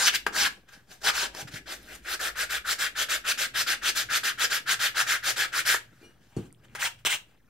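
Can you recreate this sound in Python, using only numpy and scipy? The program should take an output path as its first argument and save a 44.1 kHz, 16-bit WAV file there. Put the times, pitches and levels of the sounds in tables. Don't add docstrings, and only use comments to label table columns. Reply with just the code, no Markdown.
import sys
import numpy as np
from scipy import signal
from scipy.fft import rfft, irfft, next_fast_len
from scipy.io import wavfile
from scipy.ndimage import uniform_filter1d, map_coordinates

SR = 44100
rng = np.random.default_rng(int(sys.argv[2]) if len(sys.argv) > 2 else 0)


def unload_audio(sound):
    columns = np.transpose(np.atleast_2d(sound))
    steps = np.round(np.clip(columns, -1, 1) * 32767)
    wavfile.write(sys.argv[1], SR, steps.astype(np.int16))


def ratio_of_db(decibels):
    return 10 ** (np.asarray(decibels, float) / 20)


N = 330309
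TIME = np.arange(N) / SR

# start_s, length_s, peak_db, top_speed_at (0-1), eye_db
SINGLE_STROKES = [(-0.04, 0.097, -26, 0.67, -4), (0.048, 0.042, -19, 0.68, -18.5),
                  (0.114, 0.045, -23.5, 1, -15), (0.264, 0.011, -32, 0.26, 7),
                  (0.318, 0.16, -25.5, 0.67, -5), (0.672, 0.023, -56.5, 0.98, -1.5),
                  (1.024, 0.08, -23.5, 0.75, -7.5), (1.12, 0.15, -29, 0.56, -7),
                  (1.319, 0.11, -40, 0.74, -15.5), (1.472, 0.026, -49.5, 0.36, 1.5),
                  (1.496, 0.092, -45, 0.68, -4), (1.654, 0.073, -40.5, 0.74, 1),
                  (6.787, 0.095, -30.5, 0.61, -4), (7.053, 0.036, -27, 0.29, -11),
                  (7.086, 0.082, -29, 0.41, -8.5)]
# start_s, length_s, peak_db
RUN = [(2.042, 0.11, -35.5), (2.188, .12, -34), (2.346, 0.1, -32.5), (2.487, 0.1, -33), (2.639, .1, -31),
       (2.778, 0.11, -29.5), (2.946, 0.095, -29.5), (3.081, 0.1, -30), (3.235, 0.091, -29),
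       (3.369, 0.099, -29), (3.533, 0.091, -26), (3.659, 0.095, -28), (3.812, 0.09, -26.5),
       (3.943, 0.095, -29), (4.083, 0.096, -26.5), (4.229, 0.096, -28.5), (4.371, 0.086, -27),
       (4.493, 0.1, -29.5), (4.655, 0.089, -26.5), (4.787, .11, -28), (4.939, 0.087, -27.5),
       (5.058, .12, -29.5), (5.22, 0.097, -27.5), (5.355, 0.11, -30), (5.514, 0.093, -27.5),
       (5.646, 0.13, -26.5)]
# top_speed_at (0-1), eye_db, fizz_db
PUSH = (0.73, -1.9, -4)
PULL = (0.43, -2.3, -4.5)
# top_speed_shift (0-1), eye_db
RUN_VARIATION = [(0.03, 0.0), (0, 1.5), (0.0, 1), (0.08, 1.5), (0.02, 1), (0, 1), (0, 1.5), (0, -1.5),
                 (0.01, 1), (0.06, -0.5), (0, -1.5), (0.03, 1.0), (0.03, 0), (0, -2), (0.09, 2), (-0.12, 1),
                 (0.04, 0), (0.02, 0), (0, 1), (0, 0.5), (0.02, 1), (0.01, 0.5), (0, -1.5), (0, 1.5),
                 (0.05, 0), (0, 0.5)]
RUN_EYE_TILTS = [.5, 1.5, 1, .5, .5, -.5, .5, .5, 2, 2, .5, -.5, .5, -.5, .5, -.5, -.5, -.5, -.5, .5, .5,
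                 -.5, -.5, -.5, -.5, -.5]
START_DELAYS = [0.00074, 0.0034]
# eye_early_db, eye_late_db, grit_early_db, grit_late_db (tilt to the treble)
SINGLE_SLIDES = [(-2, 0, -1.5, 4), (5, 6.5, 4.5, -3), (7, 3.5, -5, -0.5), (4.5, 0, -8.5, -1),
                 (-1, 3.5, 4, -1.5), (0, 4, -6, -2.5), (1.5, -5.5, 2, -2.5), (-2.0, -6, -1.5, 2),
                 (8, -1.0, -1, 1.5), (3, 1, 0.5, 0.0), (1, 5.0, 1.5, 1.5), (-2, 2, 2, 0.0),
                 (1.5, 0, 3, 0.5), (-2.0, -4, 0, -5), (1, -2, 1.5, -2.5)]
PUSH_SLIDE = (-1.9, -1.2, -2.4, .7)
PULL_SLIDE = (-.3, 0.6, 0.5, -1)
GRIP_CHANGES = [
    1.44,
    6.3,
]
STROKE_FIZZ = [-10, -6, -4.5]
TOUCH_FIZZ = [-7.5, -1, -4.5]
# peak_s, peak_db, rise_db_per_s, fall_db_per_s, eye_db
TOUCHES = [(0.519, -55, 900, 157, -1), (0.735, -51, 403, 218.5, 1), (0.917, -44, 602, 293, -13),
           (1.021, -43.5, 1402, 901, -5), (1.725, -38, 900, 360, -3), (1.85, -65, 40, 104, -9),
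           (1.922, -48.5, 176, 280, 6.5), (1.96, -48.5, 150, 502, -15), (2.055, -50, 593, 900, -8),
           (5.85, -70, 898, 300, 11), (5.97, -73, 30.5, 59, 9), (6.05, -66.5, 59, 137, 1),
           (6.218, -73, 800, 253, -6), (6.371, -52, 2499, 250, -1), (6.461, -61, 46, 500, -4),
           (6.65, -61, 630, 830, 5), (6.694, -77, 480, 240, 12), (6.755, -37.5, 5997, 700, 3.5),
           (6.798, -50.5, 284, 1496, 6), (6.95, -68, 900, 618, -10), (6.992, -57.5, 1200, 500, -1),
           (7.25, -83, 900, 168, -4), (7.312, -68.5, 120, 221, -1)]
# time_s, low_grit_db
PRESS = [(0, -16.5), (.3, -6.5), (.45, -25.5), (.75, -12), (.92, 1), (1.15, -20), (1.38, 2), (1.5, -9.5),
         (1.9, -4), (2.4, -14.5), (4.6, -17.5), (5.95, -15), (6.03, 4.5), (6.5, 2), (6.85, -14.5),
         (7.49, -22)]
# freq_hz, density_db (per Hz)
EYE_SIDE_COLOUR = [(88, -51), (150, -17), (422, -5.5), (805, -6.5), (871, -12), (941, -11.5), (1080, -12.5),
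                   (1600, -6.5), (1870, -14), (5250, -17.5), (10000, -21), (12900, -19.5), (16000, -25.5)]
CHEEK_COLOUR = [(100, -70.5), (170, -27), (253, -26), (337, -12.5), (392, -15), (596, -10), (996, -21),
                (1400, -6), (1570, -6), (2300, -7), (3630, -6.5), (10500, -19.5), (12700, -18),
                (16000, -26)]
BLADE_COLOUR = [(150, -64.5), (250, -31), (348, -16.5), (414, -19), (618, -10), (1180, -11.5), (1550, -6),
                (1760, -11), (2860, -1.5), (4650, -13.5), (9010, -10.5), (10000, -17), (16000, -15.5)]
# freq_hz, width_hz, level_db
HELD_STEEL = [(814, 17, 4), (934, 23, 1.5), (1605, 290, -8.5), (2120, 81, -54), (3190, 3.3, 9),
              (3624, 7.7, -7.5), (5100, 290, -19), (6000, 55, -21.5), (323, 6.7, -1)]
# start_s, length_s, level_db, from_hz, to_hz
SWISHES = [(.035, 0.051, -26.5, 4970, 5470), (0.062, 0.052, -26.5, 2900, 3220),
           (0.137, 0.037, -35, 2490, 3545), (0.377, 0.079, -27.5, 6000, 4550),
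           (0.418, 0.063, -31, 3846, 1908), (1.062, .045, -28, 3870, 3080), (1.168, 0.081, -37, 4300, 3550),
           (6.808, 0.073, -33, 1683, 2506), (7.052, 0.033, -33, 2720, 3300),
           (7.096, 0.067, -31, 1900, 2690), (7.097, 0.037, -37.5, 8540, 7960)]
# level_db (against the stroke), from_hz, to_hz
PUSH_WHISTLE = (-7.5, 1620, 1380)
PULL_WHISTLE = (-6.5, 1450, 1720)
# time_s, peak_db, crack_db
TAPS = [(.0812, -20.5, -5), (.2654, -3, -11.5), (.2725, -20, -6.5), (.4255, -13.5, -1.5), (.4705, -15.5, 3),
        (1.3492, -22, 6.5), (1.4802, -53, 7), (4.7342, -39, 0.5), (5.7452, -7, 1), (5.741, -17.5, 0),
        (6.7504, -18.5, 2), (7.0504, -14, 9), (7.0702, -13, 0.5), (7.119, -28, 5), (7.15, -23, 4)]
# freq_hz, level_db, t60_s
EYE_MODES = [(380, -11, .015), (620, -8, .012), (926, -4, .015), (1250, -1.5, .012), (1604, -1.5, .018),
             (1900, -7, .008)]
# time_s, peak_db
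THUDS = [
    (6.365, -16),
    (6.3725, -37),
    (6.3835, -23.5),
    (6.3895, -25),
    (6.4005, -29.5),
    (6.419, -41),
    (6.431, -44),
    (6.4445, -40),
]
# freq_hz, level_db, t60_s
BENCH_MODES = [(70, -15, .1), (100, -8, .09), (135, -3, .09), (200, -4, .05), (264, -2.5, .035),
               (340, -1.5, .035), (450, -8, .03), (700, -19, .03), (1200, -32, .03)]
# time_s, peak_db
BUMPS = [
    (1.422, -33),
    (1.446, -33),
    (1.534, -29),
    (1.553, -33),
    (6.322, -46),
]
# freq_hz, level_db, t60_s
SOFT_BENCH_MODES = [(120, -2, .07), (160, -3, .06), (230, -9, .04)]
# time_s, peak_db
NUDGES = [
    (6.012, -43),
    (6.027, -40),
    (6.043, -40),
    (6.058, -41),
    (6.09, -49),
]
# start_s, freq_hz, level_db, t60_s
LIFTED_STEEL = [(6.02, 1787, -70, .1), (6.018, 2396, -54, .14), (6.03, 2880, -58, .24),
                (6.03, 4295, -66, .16), (6.042, 5771, -60, .17), (6.015, 6514, -67, .11),
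                (6.03, 8625, -70, .26), (6.028, 10083, -70, .15)]
# freq_hz, level_db, t60_s
LANDED_STEEL = [(2880, -57, .12), (4400, -51, .13), (5771, -56, .1), (6600, -49, .05), (7000, -54, .1),
                (8625, -54, .1), (10500, -56, .05)]
# time_s, peak_db, pitch_hz
TICKS = [(1.83, -38, 11000), (6.212, -66, 5950), (6.324, -59, 1100), (6.345, -64, 2500),
         (6.506, -50.5, 2100), (6.527, -34, 8900), (6.5275, -55, 13000), (6.5475, -49, 3220),
         (6.635, -57, 1975), (6.649, -48, 3000), (6.684, -49.5, 3300), (6.685, -52, 1900),
         (6.698, -50, 2600), (6.733, -54, 2600), (6.72, -65, 2000)]
# time_s, peak_db, pitch_hz
SNAGS = [(.0588, -17, 1610), (.1431, -18.5, 1700), (.1526, -20, 2780), (.3468, -28.5, 1490),
         (.3643, -14.5, 1770), (1.0328, -47, 1540), (1.0447, -38, 1400), (1.0537, -23, 3800),
         (1.0662, -19, 1410), (1.081, -16, 1580), (1.0905, -17, 3000), (1.14, -27, 1740),
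         (1.1789, -15, 1500), (1.197, -20, 4500), (1.5422, -28, 4070), (1.6684, -44, 4790),
         (1.6864, -38, 4480), (1.8351, -40, 12100), (1.8695, -46, 4040), (1.8949, -45, 4160),
         (1.9523, -27, 8840), (6.8008, -30.5, 2100), (6.8208, -15.5, 2660), (6.8262, -14.5, 1560),
         (6.842, -16, 1890), (6.854, -28, 2500), (7.0613, -19.5, 3200), (7.0673, -12.5, 3480),
         (7.0982, -19.5, 2590), (7.127, -14.5, 2100)]
# freq_hz, t60_s
ROOM_DECAY = [(150, 0.38), (900, 0.27), (1400, 0.18), (2500, 0.24), (5000, 0.19), (14000, 0.19)]
# freq_hz, density_db (per Hz)
AIR_COLOUR = [(12, -44.5), (20, -16), (27, -20.5), (101, -20.5), (113, -26), (134, -25), (172, -12.5),
              (1030, -31), (1710, -29.5), (6180, -42.5), (10200, -52.5), (12800, -47), (16000, -47)]
# middle_s, half_length_s, level_db
HUM_SWELLS = [(.33, 0.16, -60), (1.2, .13, -58), (1.85, 0.26, -60), (2.4, 0.27, -58), (3.1, .15, -60),
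              (3.75, 0.29, -62), (4.45, 0.067, -65.5), (5.15, .3, -64), (5.74, .08, -62.5),
              (6.85, .12, -70.5), (7.15, .1, -73)]
# middle_s, half_length_s, level_db
ROCK_SWELLS = [(0, 0.024, -60), (.37, 0.074, -68.5), (1.05, 0.043, -71), (1.52, 0.17, -70),
               (3.58, 0.052, -58.5), (4.12, 0.075, -57.5), (4.44, 0.067, -58.5), (5.15, 0.66, -59.5),
               (6.049, 0.029, -60), (6.85, 0.21, -60.5), (7.08, 0.07, -63)]
# middle_s, half_length_s, level_db
DRAG_SWELLS = [
    (.1, .1, -60.5),
    (0.397, 0.077, -49.5),
    (1.43, 0.078, -58),
    (1.56, 0.0454, -52.5),
    (1.85, 0.19, -60),
    (3.9, 1, -62),
    (6.06, 0.015, -60.5),
    (6.7, .08, -61.5),
]
# freq_hz with likeness (0-1), left_over_right_db, left_lead_rad
PORT_LIKENESS = [(60, 0.72), (180, 0.59), (550, 0.91), (1650, 0.89), (4970, 0.74), (15000, 0.06)]
PORT_BALANCE = [(60, 0.5), (150, -1.5), (380, 4), (950, 3.5), (2380, 2), (5980, 1.0), (15000, -2.5)]
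PORT_LEAD = [(0, -0.04), (1640, -0.32), (3010, -1.13), (3360, 0.89), (5000, -0.94), (8700, -1.4),
             (16100, -0.88)]


def sanding():
    eye, body, fizz = stroke_levels()
    catches = ratio_of_db(0.93 * wobble(900) + 0.15 * wobble(120) + 0.74 * wobble(35))
    grit = unit(catches * noise_pair(patchy_db=1.9, drift_db=.9))
    steady = unit(catches * noise_pair(patchy_db=-2.2, drift_db=1.5))
    grit, steady = filtered(np.array([grit, steady]), held_response)
    grip = np.searchsorted(GRIP_CHANGES, TIME)
    eye_db, body_db = slides()
    pressed = np.sqrt(eye * body) * ratio_of_db(curves(PRESS)[0])
    # level, noise, low_hz, high_hz, tilt_hz, tilt_db
    layers = [
        (pressed, grit, 0, 1100, 0, 0),
        (eye, steady, 1100, 2000, 1500, eye_db),
        (body, grit, 2000, 7000, 3800, body_db),
        (fizz, grit, 7000, SR, 0, 0),
    ]
    colours = (EYE_SIDE_COLOUR, CHEEK_COLOUR, BLADE_COLOUR)
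    out = np.zeros((2, N))
    for level, source, lo_hz, hi_hz, middle_hz, tilt_db in layers:
        response = lambda f: np.array([[ratio_of_db(along(c, f))] for c in colours]) * band(f, lo_hz, hi_hz)
        whole = np.choose(grip, [unit(c) for c in filtered(source, response)])
        if middle_hz:
            low = signal.filtfilt(*signal.butter(3, middle_hz, fs=SR), whole)
            whole = low * ratio_of_db(-tilt_db) + (whole - low) * ratio_of_db(tilt_db)
        out += level * whole
    return out


def held_response(hz):
    power = 1
    for centre_hz, width_hz, db in HELD_STEEL:
        half = width_hz / 2
        power = power + ratio_of_db(db + 10.0) * half ** 2 / ((hz - centre_hz) ** 2 + half ** 2)
    return np.sqrt(power)


def stroke_levels():
    power = np.zeros((3, N))
    for s, length, db, top, eye_db, fizz_db in all_strokes():
        span = slice(max(round(s * SR), 0), round((s + length) * SR))
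        u = np.clip((TIME[span] - s) / length, 0, 1)
        k = np.clip(top, .05, .95)
        speed = (u / k) ** k * ((1 - u) / (1 - k)) ** (1 - k)
        eye = ratio_of_db(db + eye_db) * speed ** 1.18
        body = ratio_of_db(db) * speed ** 2.08
        fizz = ratio_of_db(db + fizz_db) * speed ** 2.48
        power[:, span] += np.array([eye, body, fizz]) ** 2
    release_s = 0.0044
    fade = np.exp(-1 / (release_s * SR))
    power = np.maximum(power, signal.lfilter([1 - fade], [1, -fade], power))
    return np.sqrt(power + np.abs(uniform_filter1d(touch_power(), size=120)))


def touch_power():
    power = np.ones((3, 1)) * ratio_of_db(-80.5) ** 2 * (TIME > 8)
    for s, db, rise, fall, eye_db in TOUCHES:
        span = slice(max(round(s * SR) - SR // 4, 0), round(s * SR) + SR // 2)
        late = TIME[span] - s
        level_db = db - 3.0 + np.where(late < 0, abs(rise) * late, -abs(fall) * late)
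        fizz_db = TOUCH_FIZZ[np.searchsorted(GRIP_CHANGES, s)]
        power[:, span] += ratio_of_db(level_db + np.array([[eye_db], [0], [fizz_db]])) ** 2
    return power


def all_strokes():
    rows = [(*row, STROKE_FIZZ[np.searchsorted(GRIP_CHANGES, row[0])]) for row in SINGLE_STROKES]
    warm_up_db_per_s = 1.14
    for k, (s, length, db) in enumerate(RUN):
        top, eye_db, fizz_db = PULL if k % 2 else PUSH
        shift, extra_eye_db = RUN_VARIATION[k]
        louder_db = db + 29
        eye_db += extra_eye_db - 0.82 * louder_db + warm_up_db_per_s * (s - RUN[13][0])
        fizz_db -= 0.48 * louder_db
        if s == RUN[-1][0]:
            fizz_db += 4.5
        delay = START_DELAYS[k % 2]
        rows.append((s + delay, length - delay, db, top + shift, eye_db, fizz_db))
    return rows


def slides():
    rows = [(s, length, *tilt) for (s, length, *_), tilt in zip(SINGLE_STROKES, SINGLE_SLIDES)]
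    for k, ((s, length, _), note) in enumerate(zip(RUN, RUN_EYE_TILTS)):
        eye_early, eye_late, grit_early, grit_late = PULL_SLIDE if k % 2 else PUSH_SLIDE
        rows.append((s, length, eye_early + note, eye_late + note, grit_early, grit_late))
    early = [(s + length / 4, eye, body) for s, length, eye, _, body, _ in rows]
    late = [(s + 3 * length / 4, eye, body) for s, length, _, eye, _, body in rows]
    eye_db, body_db = curves(sorted(early + late))
    return eye_db + 1.45 * wobble(30), body_db


def swishes():
    out = np.zeros((2, N))
    rows = list(SWISHES)
    for k, ((s, length, db), (_, eye_db)) in enumerate(zip(RUN, RUN_VARIATION)):
        whistle_db, from_hz, to_hz = PULL_WHISTLE if k % 2 else PUSH_WHISTLE
        rows.append((s, length, db + eye_db + whistle_db, from_hz, to_hz))
    for s, length, db, from_hz, to_hz in rows:
        u = TIME[:SR // 7] / length
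        noise = rng.standard_normal((3, 2, SR // 7))
        ports = noise[0] + 0.4 * noise[1:]
        low = unit(signal.lfilter(*signal.butter(2, .13 * from_hz, fs=SR), ports))
        phase = 2 * np.pi * np.cumsum(from_hz + (to_hz - from_hz) * u) / SR
        whistle = low[:, 0] * np.sin(phase) + low[:, 1] * np.cos(phase)
        swell = np.sin(np.pi * np.clip(u, 0, 1))
        out[:, round(s * SR):][:, :len(u)] += ratio_of_db(db) * swell * whistle
    return out


def knocks():
    taps = ring(TAPS, EYE_MODES, crack_db=-1.5, attack=.0004, spread_db=1.5)
    thuds = ring(THUDS, BENCH_MODES, crack_db=-36, attack=.0015, spread_db=2.5)
    bumps = ring(BUMPS, SOFT_BENCH_MODES, crack_db=-50, attack=.006, spread_db=1.5)
    nudges = ring(NUDGES, BENCH_MODES[4:8], crack_db=-40, attack=.004, spread_db=3)
    lift = np.zeros(N)
    for s, *mode in LIFTED_STEEL:
        lift += ring([(s, 0)], [mode], crack_db=-90, attack=.025, spread_db=0)
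    lift *= ratio_of_db(1.5 * wobble(60))
    landing = ring([(THUDS[0][0], 0)], LANDED_STEEL, crack_db=-44, attack=.0005, spread_db=0)
    return ratio_of_db(-10.5) * taps + ratio_of_db(-2) * thuds + bumps + nudges + ratio_of_db(9.5) * lift + landing + ticks()


def ring(hits, modes, crack_db, attack, spread_db):
    out, t = np.zeros(N + SR), TIME[:SR // 3]
    for s, db, *colour_db in hits:
        tone = np.zeros(len(t))
        for k, (hz, level, t60) in enumerate(modes):
            mode_db = level + spread_db * rng.normal() - 60 * t / t60
            tone += (-1) ** k * ratio_of_db(mode_db) * np.sin(2 * np.pi * hz * t)
        burst = uniform_filter1d(rng.standard_normal(len(t)), size=3)
        crack = ratio_of_db(crack_db + sum(colour_db) - 60 * t / 0.01) * burst
        out[round(s * SR):][:len(t)] += ratio_of_db(db) * (tone * (1 - np.exp(-t / attack)) + crack)
    return out[:N]


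def ticks():
    out, t = np.zeros(N), TIME[:600]
    for s, db, hz in TICKS + SNAGS:
        envelope = ratio_of_db(db + 8 - 60 * t * hz / 12) * (1 - np.exp(-t * hz / 1.5))
        out[round(s * SR):][:len(t)] += envelope * np.sin(2 * np.pi * hz * t)
    return out


def shop(x):
    hz, t, z = signal.stft(rng.standard_normal((2, SR // 2)), SR, nperseg=256)
    decay = ratio_of_db(-60 * t / along(ROOM_DECAY, hz)[:, None])
    tail = signal.istft(z * decay, SR, nperseg=256)[1]
    tail[1] += signal.lfilter(*signal.butter(2, 700, fs=SR), tail[0] - tail[1])
    tail = tail / np.linalg.norm(tail[0])
    delayed = np.pad(x, (150, 0))[None]
    return signal.fftconvolve(delayed, tail, axes=1)[:, :N]


def background():
    air = unit(filtered(noise_pair(patchy_db=-4.5, drift_db=-1.0), lambda f: ratio_of_db(along(AIR_COLOUR, f))))
    hum_tone = np.sin(2 * np.pi * np.cumsum(49 + 1.9 * wobble(3.3)) / SR)
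    hum = swells(-73.5, HUM_SWELLS) * (0.72 * narrow(60, 7) + 1.23 * hum_tone)
    stroke_rock = ratio_of_db(-36) * uniform_filter1d(stroke_levels()[1], size=2000)
    rock = np.hypot(swells(-69, ROCK_SWELLS), stroke_rock) * narrow(121, 20)
    drag = swells(-78, DRAG_SWELLS) * narrow(270, 120)
    return ratio_of_db(-65.5) * air + hum + rock + drag


def narrow(centre_hz, width_hz):
    noise = rng.standard_normal(N)
    return unit(filtered(noise, lambda f: 1 / (1 + ((f - centre_hz) / width_hz) ** 2)))


def swells(rest_db, rows):
    power = ratio_of_db(rest_db) ** 2
    for s, half, db in rows:
        power = power + ratio_of_db(db) ** 2 * np.exp(-((TIME - s) / half) ** 2)
    return np.sqrt(power)


def noise_pair(patchy_db, drift_db):
    z = signal.stft(rng.standard_normal((2, N)), nperseg=256)[2]
    gain = ratio_of_db(patchy_db * patches(z.shape[1:], 4, 5) + drift_db * patches(z.shape[1:], 12, 14))
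    pair = signal.istft(z * gain, nperseg=256)[1][:, :N]
    turn = lambda hz: np.arccos(np.clip(along(PORT_LIKENESS, hz), 0, 1)) / 2
    mid, side = filtered(pair, lambda hz: np.array([np.cos(turn(hz)), np.sin(turn(hz))]))
    return np.array([mid + side, mid - side])


def patches(shape, tall, long):
    field = uniform_filter1d(rng.standard_normal(shape), size=tall, axis=0)
    return unit(uniform_filter1d(field, size=long, axis=1))


def wobble(rate):
    return map_coordinates(rng.standard_normal(int(N * rate / SR) + 4), [TIME * rate])


def curves(rows):
    s, *cols = np.transpose(rows)
    return [np.interp(TIME, s, c) for c in cols]


def along(points, hz):
    f, v = np.transpose(points)
    return np.interp(np.log(hz + 1), np.log(f + 1), v)


def band(hz, lo_hz, hi_hz):
    return np.sqrt(1 / (1 + (lo_hz / (hz + 1)) ** 8) / (1 + (hz / hi_hz) ** 8))


def filtered(x, response):
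    m = next_fast_len(N + 8192)
    return irfft(rfft(x, m) * response(np.fft.rfftfreq(m, 1 / SR)), m)[..., :N]


def unit(x):
    return x / np.sqrt(np.mean(x ** 2) + 1e-20)


def scene():
    grit, hits = sanding(), knocks()
    to_room = grit.mean(axis=0) + ratio_of_db(-4) * hits
    return grit + swishes() + hits + ratio_of_db(-7.5) * shop(to_room) + background()


def low_pass(x):
    return signal.sosfilt(signal.butter(12, 16500, fs=SR, output="sos"), x)


def record(dry):
    balance = lambda f: ratio_of_db(along(PORT_BALANCE, f)) * np.exp(1j * along(PORT_LEAD, f))
    port = lambda f: balance(f) ** np.array([[.5], [-.5]])
    limit = lambda f: 1 / (1 + (f / 15750) ** 150)
    hiss = ratio_of_db(-80.0) * np.diff(rng.standard_normal((2, N + 1)))
    mix = filtered(dry + hiss, lambda f: port(f) * limit(f)) - .0006
    return low_pass(mix)


dry = scene()
out = record(dry)
unload_audio(out)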